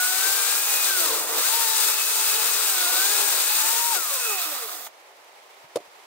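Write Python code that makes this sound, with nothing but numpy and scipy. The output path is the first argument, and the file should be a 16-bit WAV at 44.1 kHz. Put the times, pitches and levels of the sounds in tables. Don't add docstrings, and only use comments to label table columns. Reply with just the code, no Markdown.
import sys
import numpy as np
from scipy import signal
from scipy.fft import rfft, irfft, next_fast_len
from scipy.io import wavfile
from scipy.ndimage import uniform_filter1d

SR = 44100
rng = np.random.default_rng(int(sys.argv[2]) if len(sys.argv) > 2 else 0)


def pcm_store(signal):
    levels = np.round(np.clip(np.atleast_2d(signal), -1, 1) * 32767)
    wavfile.write(sys.argv[1], SR, levels.astype(np.int16).T)


N = 267236


def undb(db):
    return 10 ** (np.asarray(db) / 20)


def unit(x):
    return x / np.sqrt(np.mean(x ** 2))


def curves(table):
    seconds, *columns = np.transpose(table)
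    return [np.interp(np.arange(N) / SR, seconds, column) for column in columns]


def over_hz(table):
    hz, value = np.transpose(table)
    bins = np.arange(next_fast_len(N) // 2 + 1) * SR / next_fast_len(N)
    return np.interp(np.log(bins + 1), np.log(hz), value)


def colour(x, gain):
    spectrum = rfft(x, next_fast_len(N)) * gain
    return irfft(spectrum, next_fast_len(N))[..., :N]


def walk(rate):
    step = int(SR / rate)
    held = np.repeat(rng.standard_normal(N // step + 1), step)
    smooth = uniform_filter1d(uniform_filter1d(held, step), step)
    return unit(smooth[:N])


def mode(hz, width):
    away = np.array([-24, -4, -2, -1, 0, 1, 2, 4, 24])
    level_db = -15 * np.log10(1 + away ** 2 + (away / 5) ** 6)
    return np.transpose([hz * np.exp(away * width / 2 / hz), level_db])


def pair(envelope, spectrum, likeness, balance):
    right_lag_s = 0.08e-3
    alike = np.clip(over_hz(likeness), 0, 1)
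    lean_db = over_hz(balance) / 2
    shared, left, right = envelope * rng.standard_normal((3, N))
    hz = np.arange(len(alike)) * SR / next_fast_len(N)
    delay = np.exp(-2j * np.pi * hz * right_lag_s)
    tone = undb(over_hz(spectrum))
    sides = np.array([undb(lean_db), undb(-lean_db) * delay])
    both = colour(shared, tone * np.sqrt(alike) * sides)
    own = colour(np.array([left, right]), tone * np.sqrt(1 - alike) * undb([lean_db, -lean_db]))
    return unit(both + own)


def add(out, s, sound):
    i = int(s * SR)
    out[:, i:i + sound.shape[1]] += sound[:, :N - i]


def leaves():
    # frequency in Hz, relative level per Hz in dB.
    rustle_colour = [(18, -75), (30, -52), (90, -36), (170, -30), (280, -18.5), (384, -6.5), (600, -2),
                     (950, -0.5), (1500, -8.5), (2120, -6), (2830, -10), (4080, -12.5), (9000, -19.5),
                     (16000, -26)]
    # frequency in Hz, relative level per Hz in dB.
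    puff_colour = [(15, -20), (40, -11), (90, -1), (160, -2), (300, -50)]
    # frequency in Hz, share from 0 to 1 (less than 0 counts as 0).
    likeness = [(60, 0.5), (130, 0.5), (290, 0.77), (640, 0.55), (1410, -0.23), (3100, 0.02), (6820, 0.04),
                (15000, 0)]
    # frequency in Hz, left minus right in dB.
    balance = [(60, 6), (110, -4), (200, 3), (380, -2), (700, 1), (1290, -3), (2380, -3.0), (4400, -1.5),
               (8120, 0), (15000, -8)]
    rustle_db, puffs_db, puff_swing_db = -49.5, -97, 5.0
    flicker = undb(0.3 * walk(12) + 0.8 * walk(60))
    puffs = undb(puffs_db + puff_swing_db * walk(13)) * pair(1, puff_colour, likeness, balance)
    return undb(rustle_db) * pair(flicker, rustle_colour, likeness, balance) + puffs


def ticks():
    # start in seconds, starting level in dB,
    # centre in Hz, decay in ms.
    clacks = [(4.8665, -39, 1400, 2.5), (4.8665, -40, 3000, 2), (4.8665, -42, 7500, 2.5),
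              (4.8702, -38, 1300, 3.5), (4.8702, -40, 2800, 3)]
    # start in seconds, starting level in dB,
    # centre in Hz, decay in ms.
    bumps = [(4.964, -60, 7100, 2.8), (5.17, -57, 12000, 3), (5.245, -54, 12000, 3), (5.545, -60, 11000, 3),
             (5.64, -58, 200, 14), (5.71, -62, 8000, 3), (5.872, -58, 130, 7), (6.035, -53, 9000, 3)]
    out, t = np.zeros((2, N)), np.arange(SR // 20) / SR
    for s, level_db, hz, decay_ms in clacks + bumps:
        band = signal.butter(2, [0.5 * hz, min(1.16 * hz, 0.45 * SR)], "band", fs=SR, output="sos")
        noise = rng.standard_normal(len(t)) + 0.41 * rng.standard_normal((2, len(t)))
        burst = unit(signal.sosfilt(band, noise))
        add(out, s, undb(level_db) * burst * np.exp(-t * 1000 / decay_ms))
    return out


def knocks():
    # start in seconds, peak of the ringing in dB, crack relative to it in dB, contact time in ms,
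    # pitch as a multiple of the notes below, left minus right in dB.
    hits = [(3.948, -35, -15, 1.14, 1.2, 10), (3.964, -36, -10, 1.32, 0.92, 16),
            (3.98, -32, -13, 1.1, 1.4, 10), (5.757, -14, -8.5, 6, 1.03, 1.5),
            (5.768, -18.5, -14, 3.9, 1.21, -6), (5.779, -34, -25, 2.6, 1.19, -8),
            (5.786, -37, -18, 2.5, 1.2, -8), (5.802, -41, -9, 3.2, 0.77, 4)]
    # frequency in Hz, relative level in dB, seconds to fade by 60 dB.
    notes = [(117, -17, 0.051), (311, -9, 0.069), (485, 16.5, 0.02), (588, -12, 0.11), (393, -19, 0.016),
             (950, -1, 0.02), (2170, -15, 0.022), (3580, -10, 0.023), (5410, -22, 0.029), (6550, -28, .025),
             (7550, -42, .02)]
    out, t = np.zeros((2, N)), np.arange(SR // 5) / SR
    bright = signal.butter(2, [1400, 9500], "band", fs=SR, output="sos")
    thin = signal.butter(1, 200, "high", fs=SR, output="sos")
    for s, peak_db, crack_db, contact_ms, pitch, pan_db in hits:
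        push = np.sin(np.pi / 2 * np.minimum(t * 1000 / contact_ms, 1)) ** 2
        ring = sum(undb(db) * np.sin(2 * np.pi * pitch * hz * t) * np.exp(-np.log(1000) * t / t60)
                   for hz, db, t60 in notes)
        body = signal.sosfilt(thin, push * ring)
        body = body / np.abs(body).max()
        noise = rng.standard_normal(len(t)) + 1.7 * rng.standard_normal((2, len(t)))
        crack = undb(crack_db) * np.sqrt(push) * np.exp(-t / 0.0037) * signal.sosfilt(bright, noise)
        add(out, s, undb(peak_db + np.array([[pan_db], [-pan_db]]) / 2) * (body + crack))
    return out


def strikes(turns, scatter_db, sharp, floor):
    size = undb(scatter_db * rng.standard_normal(N // 20))
    return unit(floor + size[turns.astype(int)] * np.exp(-sharp * (turns % 1)))


def saw_noise(beat, spectrum, level_db):
    # frequency in Hz, share from 0 to 1.
    likeness = [(60, 0.3), (250, 0.7), (600, 0.59), (1200, 0.49), (2500, 0.72), (5000, 0.35), (10000, 0)]
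    # frequency in Hz, left minus right in dB.
    balance = [(60, -8), (200, 6), (380, -1.5), (700, -1.5), (1290, -2.5), (2380, -5.5), (4400, -4),
               (8120, -0.5), (15000, -8.5)]
    return undb(level_db) * pair(beat, spectrum, likeness, balance)


def link_tone(turns):
    orders = (.5, 1, 2, 3, 5)
    wander_rad = (1., .4, .45, .85, .5)
    # time in seconds, levels in dB of the half order and of orders 1, 2 and 3.
    order_levels = [(0.03, -57, -42, -32, -49), (0.2, -55, -44, -37, -48), (0.4, -60, -51, -35, -44),
                    (0.55, -65, -51, -41, -44), (0.7, -58, -45, -51, -40), (0.86, -67, -45, -52, -40),
                    (0.9, -55, -56, -35, -49), (0.96, -52, -56, -36, -57), (1.02, -48, -43, -38, -47),
                    (1.07, -53, -45, -38, -51), (1.12, -60, -40, -45, -44), (1.17, -59, -43, -50, -42),
                    (1.22, -68, -56, -50, -54), (1.27, -74, -59, -60, -59), (1.32, -74, -53, -51, -46),
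                    (1.39, -68, -45, -50, -52), (1.42, -61, -49, -37, -48), (1.46, -57, -48, -34, -48),
                    (1.48, -56, -45, -37, -49), (1.5, -54, -40, -52, -48), (1.6, -47, -36, -47, -47),
                    (1.75, -52, -39, -45, -52), (1.9, -56, -50, -48, -39), (2.1, -53, -54, -53, -40),
                    (2.22, -51, -42, -61, -45), (2.4, -50, -46, -49, -40), (2.6, -52, -48, -55, -48),
                    (2.72, -57, -46, -38, -49), (2.85, -49, -42, -36, -48), (3, -52, -46, -35, -54),
                    (3.1, -48, -45, -39, -46), (3.22, -46, -44, -42, -45), (3.4, -56, -48, -41, -52),
                    (3.52, -56, -43, -45, -42), (3.65, -54, -37, -51, -50), (3.8, -52, -34, -50, -56),
                    (3.93, -56, -33, -58, -58), (3.955, -54, -42, -42, -56), (3.975, -58, -42, -38, -60),
                    (4, -62, -60, -40, -62), (4.05, -70, -62, -41, -64), (4.09, -75, -60, -44, -54),
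                    (4.12, -80, -42, -41, -45), (4.17, -85, -43, -43, -45), (4.2, -90, -56, -46, -44),
                    (4.225, -90, -42, -62, -40), (4.28, -90, -40, -60, -38), (4.31, -90, -42, -42, -38),
                    (4.35, -90, -47, -42, -45), (4.39, -90, -62, -43, -44), (4.43, -90, -62, -49, -44),
                    (4.46, -90, -50, -51, -44), (4.5, -90, -52, -50, -55), (4.53, -90, -56, -41, -54),
                    (4.555, -90, -62, -58, -56), (4.6, -90, -70, -56, -56), (4.63, -90, -75, -46, -53),
                    (4.66, -90, -80, -46, -55), (4.69, -90, -85, -64, -64), (4.74, -90, -90, -55, -68),
                    (4.79, -90, -90, -60, -70), (4.84, -90, -90, -72, -72)]
    # time in seconds, level in dB.
    fifth_level = [(0.0, -80), (1.24, -70), (1.28, -47), (1.31, -41), (1.34, -42), (1.365, -60), (1.4, -80),
                   (6.0, -80)]
    out = np.zeros((2, N))
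    for order, wander, db in zip(orders, wander_rad, curves(order_levels) + curves(fifth_level)):
        phase = 2 * np.pi * order * turns + wander * walk(60)
        right_lag_rad = np.array([[0], [0.27 * order]])
        out += np.sqrt(2) * undb(db + 2.2 * walk(24)) * np.sin(phase - right_lag_rad)
    return out


def chain_noise(beat, effort_db, slow):
    # frequency in Hz, relative level per Hz in dB.
    hiss_colour = [(3180, -54), (5400, -2.5), (5900, -4), (7300, -2.5), (8720, 1), (10200, -8.5),
                   (13300, -49), (22000, -120)]
    bar_colour = [(380, -48.5), (650, -11), (800, -11.5), (900, -5), (1110, -6), (1400, -1), (1800, -7.5),
                  (2150, -6), (2600, -2), (3100, -6.5), (5000, -67)]
    rasp_colour = [(2000, -56), (3000, -9.5), (3400, -2.5), (3950, 1), (4400, -2.5), (4900, 0),
                   (5500, -17.5), (8000, -80)]
    edge_colour = [(6500, -47), (9300, -8), (10100, 4), (11400, 5.5), (14000, 9), (15700, 10), (17000, -6)]
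    # level at full effort in dB, dB gained per dB of effort.
    followers = [(-32.5, 1.27), (-30, 1.56), (-24, 0.87)]
    slow_hiss_db, slow_edge_db = -1.2, -1.4
    bar_db, rasp_db, edge_db = (db + share * (effort_db - FULL_DB) for db, share in followers)
    hiss_db = effort_db + slow_hiss_db * slow
    edge_db = edge_db + slow_edge_db * slow
    return (saw_noise(beat, bar_colour, bar_db + 0.2 * walk(33.6))
            + saw_noise(beat, rasp_colour, rasp_db + 0.64 * walk(24.61))
            + saw_noise(beat, hiss_colour, hiss_db + 0.5 * walk(12))
            + saw_noise(beat, edge_colour, edge_db + 0.5 * walk(16)))


def rattle(beat, effort_db, slow):
    # frequency in Hz, width in Hz, level at full effort and speed in dB,
    # dB gained per octave that the chain slows.
    resonances = [(724, 103, -54.5, 7.5), (1236, 310, -44, 5.5), (1896, 270, -48.5, 3.5),
                  (3420, 200, -54.5, 7.5), (3730, 230, -52, 3), (4660, 1100, -48, 5.5),
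                  (6680, 470, -39, -2), (9100, 770, -37, -6)]
    effort_share, patchy_db = 0.69, 2.0
    out = 0
    for hz, width, db, gain_db in resonances:
        level_db = db + gain_db * np.minimum(slow, 1.4)
        level_db = level_db + effort_share * (effort_db - FULL_DB) + patchy_db * walk(22)
        out = out + saw_noise(beat, mode(hz, width), level_db)
    return out


def bar_ring(beat):
    # frequency in Hz, relative level per Hz in dB.
    ring_colour = [(2000, -64), (2480, -9), (2600, -2), (2720, -21), (3300, -57)]
    full_s, rise_s, hold_s = 4.27, 0.19, 0.11
    full_db, fade_db_per_s = -34.5, 116
    t = np.arange(N) / SR
    rise = np.clip(1 + (t - full_s) / rise_s, 1e-3, 1) ** 2
    fade_db = fade_db_per_s * np.maximum(t - full_s - hold_s, 0)
    return saw_noise(beat, ring_colour, full_db + 20 * np.log10(rise) - fade_db)


def log_drum(beat):
    # frequency in Hz, relative level per Hz in dB.
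    rumble_colour = [(24, -85), (60, -47), (120, -38), (194, -28.5), (280, -14.5), (345, -9), (395, -12.5),
                     (456, -1), (640, -5.5), (800, -7.5), (1040, -3.5), (1760, -120)]
    # time in seconds, level in dB.
    rumble_level = [(0.0, -53), (0.2, -45.5), (0.7, -44.5), (1.03, -38.5), (1.2, -41), (1.27, -40),
                    (1.31, -38.5), (1.37, -36.5), (1.45, -46.5), (2.5, -44), (2.9, -42.5), (3.3, -41.5),
                    (3.52, -47.5), (3.76, -46), (3.9, -50.5), (4.14, -49.5), (4.67, -53), (4.8, -51),
                    (4.9, -61)]
    # frequency in Hz, width in Hz.
    hollow_notes = [(456.5, 11), (346.6, 24)]
    # time in seconds, level of the upper note in dB, level of the lower note in dB.
    boom_levels = [(0.0, -62, -60), (0.3, -54, -59), (0.9, -54, -57), (1.03, -48, -43.5),
                   (1.13, -36.5, -46), (1.2, -60, -53), (1.3, -39.5, -54), (1.37, -38.5, -45.5),
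                   (1.46, -71, -62), (1.66, -46, -64), (1.75, -64, -55.5), (2.5, -51, -61.5),
                   (2.88, -56, -54), (3.1, -55, -53), (3.66, -64, -55.5), (3.74, -44, -67),
                   (3.84, -64, -61), (3.97, -53, -54), (4.1, -57.5, -69), (4.901, -78, -85)]
    (rumble_db,) = curves(rumble_level)
    out = saw_noise(beat, rumble_colour, rumble_db + 1.6 * walk(11))
    for (hz, width), boom_db in zip(hollow_notes, curves(boom_levels)):
        out = out + saw_noise(beat, mode(hz, width), boom_db)
    return out


FULL_DB = -26


def saw():
    # time in seconds, drive links per second.
    chain_speed = [(0.0, 724.5), (0.32, 782), (0.45, 788.4), (0.57, 817), (0.7, 823.6), (0.85, 825.5),
                   (0.96, 742), (1.066, 611), (1.132, 473.5), (1.23, 296.5), (1.28, 360.3), (1.31, 385.4),
                   (1.345, 415), (1.38, 485), (1.416, 592), (1.445, 725), (1.472, 790), (1.505, 880),
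                   (1.57, 927), (1.7, 889.5), (1.8, 867), (1.92, 856), (2.0, 859), (2.14, 857.4),
                   (2.2, 870), (2.45, 851), (2.67, 821), (2.77, 745), (2.86, 708.5), (2.98, 746),
                   (3.12, 829), (3.2, 836), (3.39, 795), (3.5, 847), (3.6, 862), (3.81, 943), (3.9, 935),
                   (3.93, 892), (3.96, 754.5), (4.0, 677.5), (4.07, 605), (4.2, 498), (4.39, 360.6),
                   (4.53, 288.6), (4.67, 210), (4.8, 140.8), (4.86, 110)]
    # time in seconds, level of the hiss at full speed in dB.
    chain_effort = [(0.0, -27), (0.1, -25.5), (0.51, -26), (0.65, -27.5), (0.72, -26), (1.03, -25.5),
                    (1.2, -28.5), (1.25, -31.5), (1.34, -28), (1.43, -24), (1.6, -26), (1.76, -25),
                    (2.1, -26), (2.54, -25.5), (2.82, -26), (3.07, -24.5), (3.289, -25.5), (3.52, -25.5),
                    (3.769, -26), (3.9, -28), (3.931, -25.5), (3.956, -24.5), (3.98, -28.5), (4.06, -30),
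                    (4.14, -28.5), (4.4, -29.5), (4.55, -33), (4.669, -34.5), (4.74, -37.5), (4.8, -39.5),
                    (4.874, -43), (4.899, -62)]
    # time in seconds, left minus right in dB.
    swing = [(0.0, 4), (0.2, 9), (0.65, 7), (1.2, 6), (1.34, 3), (1.5, 9), (2.1, 6), (2.54, 8), (2.82, 5.5),
             (3.2, 8), (3.6, 6.5), (3.95, 9), (4.06, 6.5), (4.4, 2.5), (4.9, 1)]
    full_speed_hz, stop_s, stop_fade_s, start_fade_s = 855, 4.92, 0.051, 0.00063
    t = np.arange(N) / SR
    (hz,), (effort_db,), (pan_db,) = map(curves, (chain_speed, chain_effort, swing))
    slow = np.log2(full_speed_hz / hz)
    turns = np.cumsum(hz * (1 + 0.002 * walk(25))) / SR
    judder = undb(0.65 * walk(40))
    links = strikes(turns, scatter_db=0.0, sharp=0.69, floor=0.63)
    cutters = strikes(turns / 4, scatter_db=1.0, sharp=0.29, floor=0.81)
    beat = links * cutters * judder
    noise = chain_noise(beat, effort_db, slow) + rattle(beat, effort_db, slow)
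    noise = noise + bar_ring(links * judder) + log_drum(cutters * judder)
    running = np.clip(np.minimum((stop_s - t) / stop_fade_s, t / start_fade_s), 0, 1)
    return running * undb([pan_db / 2, -pan_db / 2]) * (noise + link_tone(turns))


def scene():
    return leaves() + ticks() + knocks() + saw()


def record(dry):
    return signal.sosfilt(signal.ellip(10, 0.2, 75, 15680, fs=SR, output="sos"), dry)


dry = scene()
out = record(dry)
pcm_store(out)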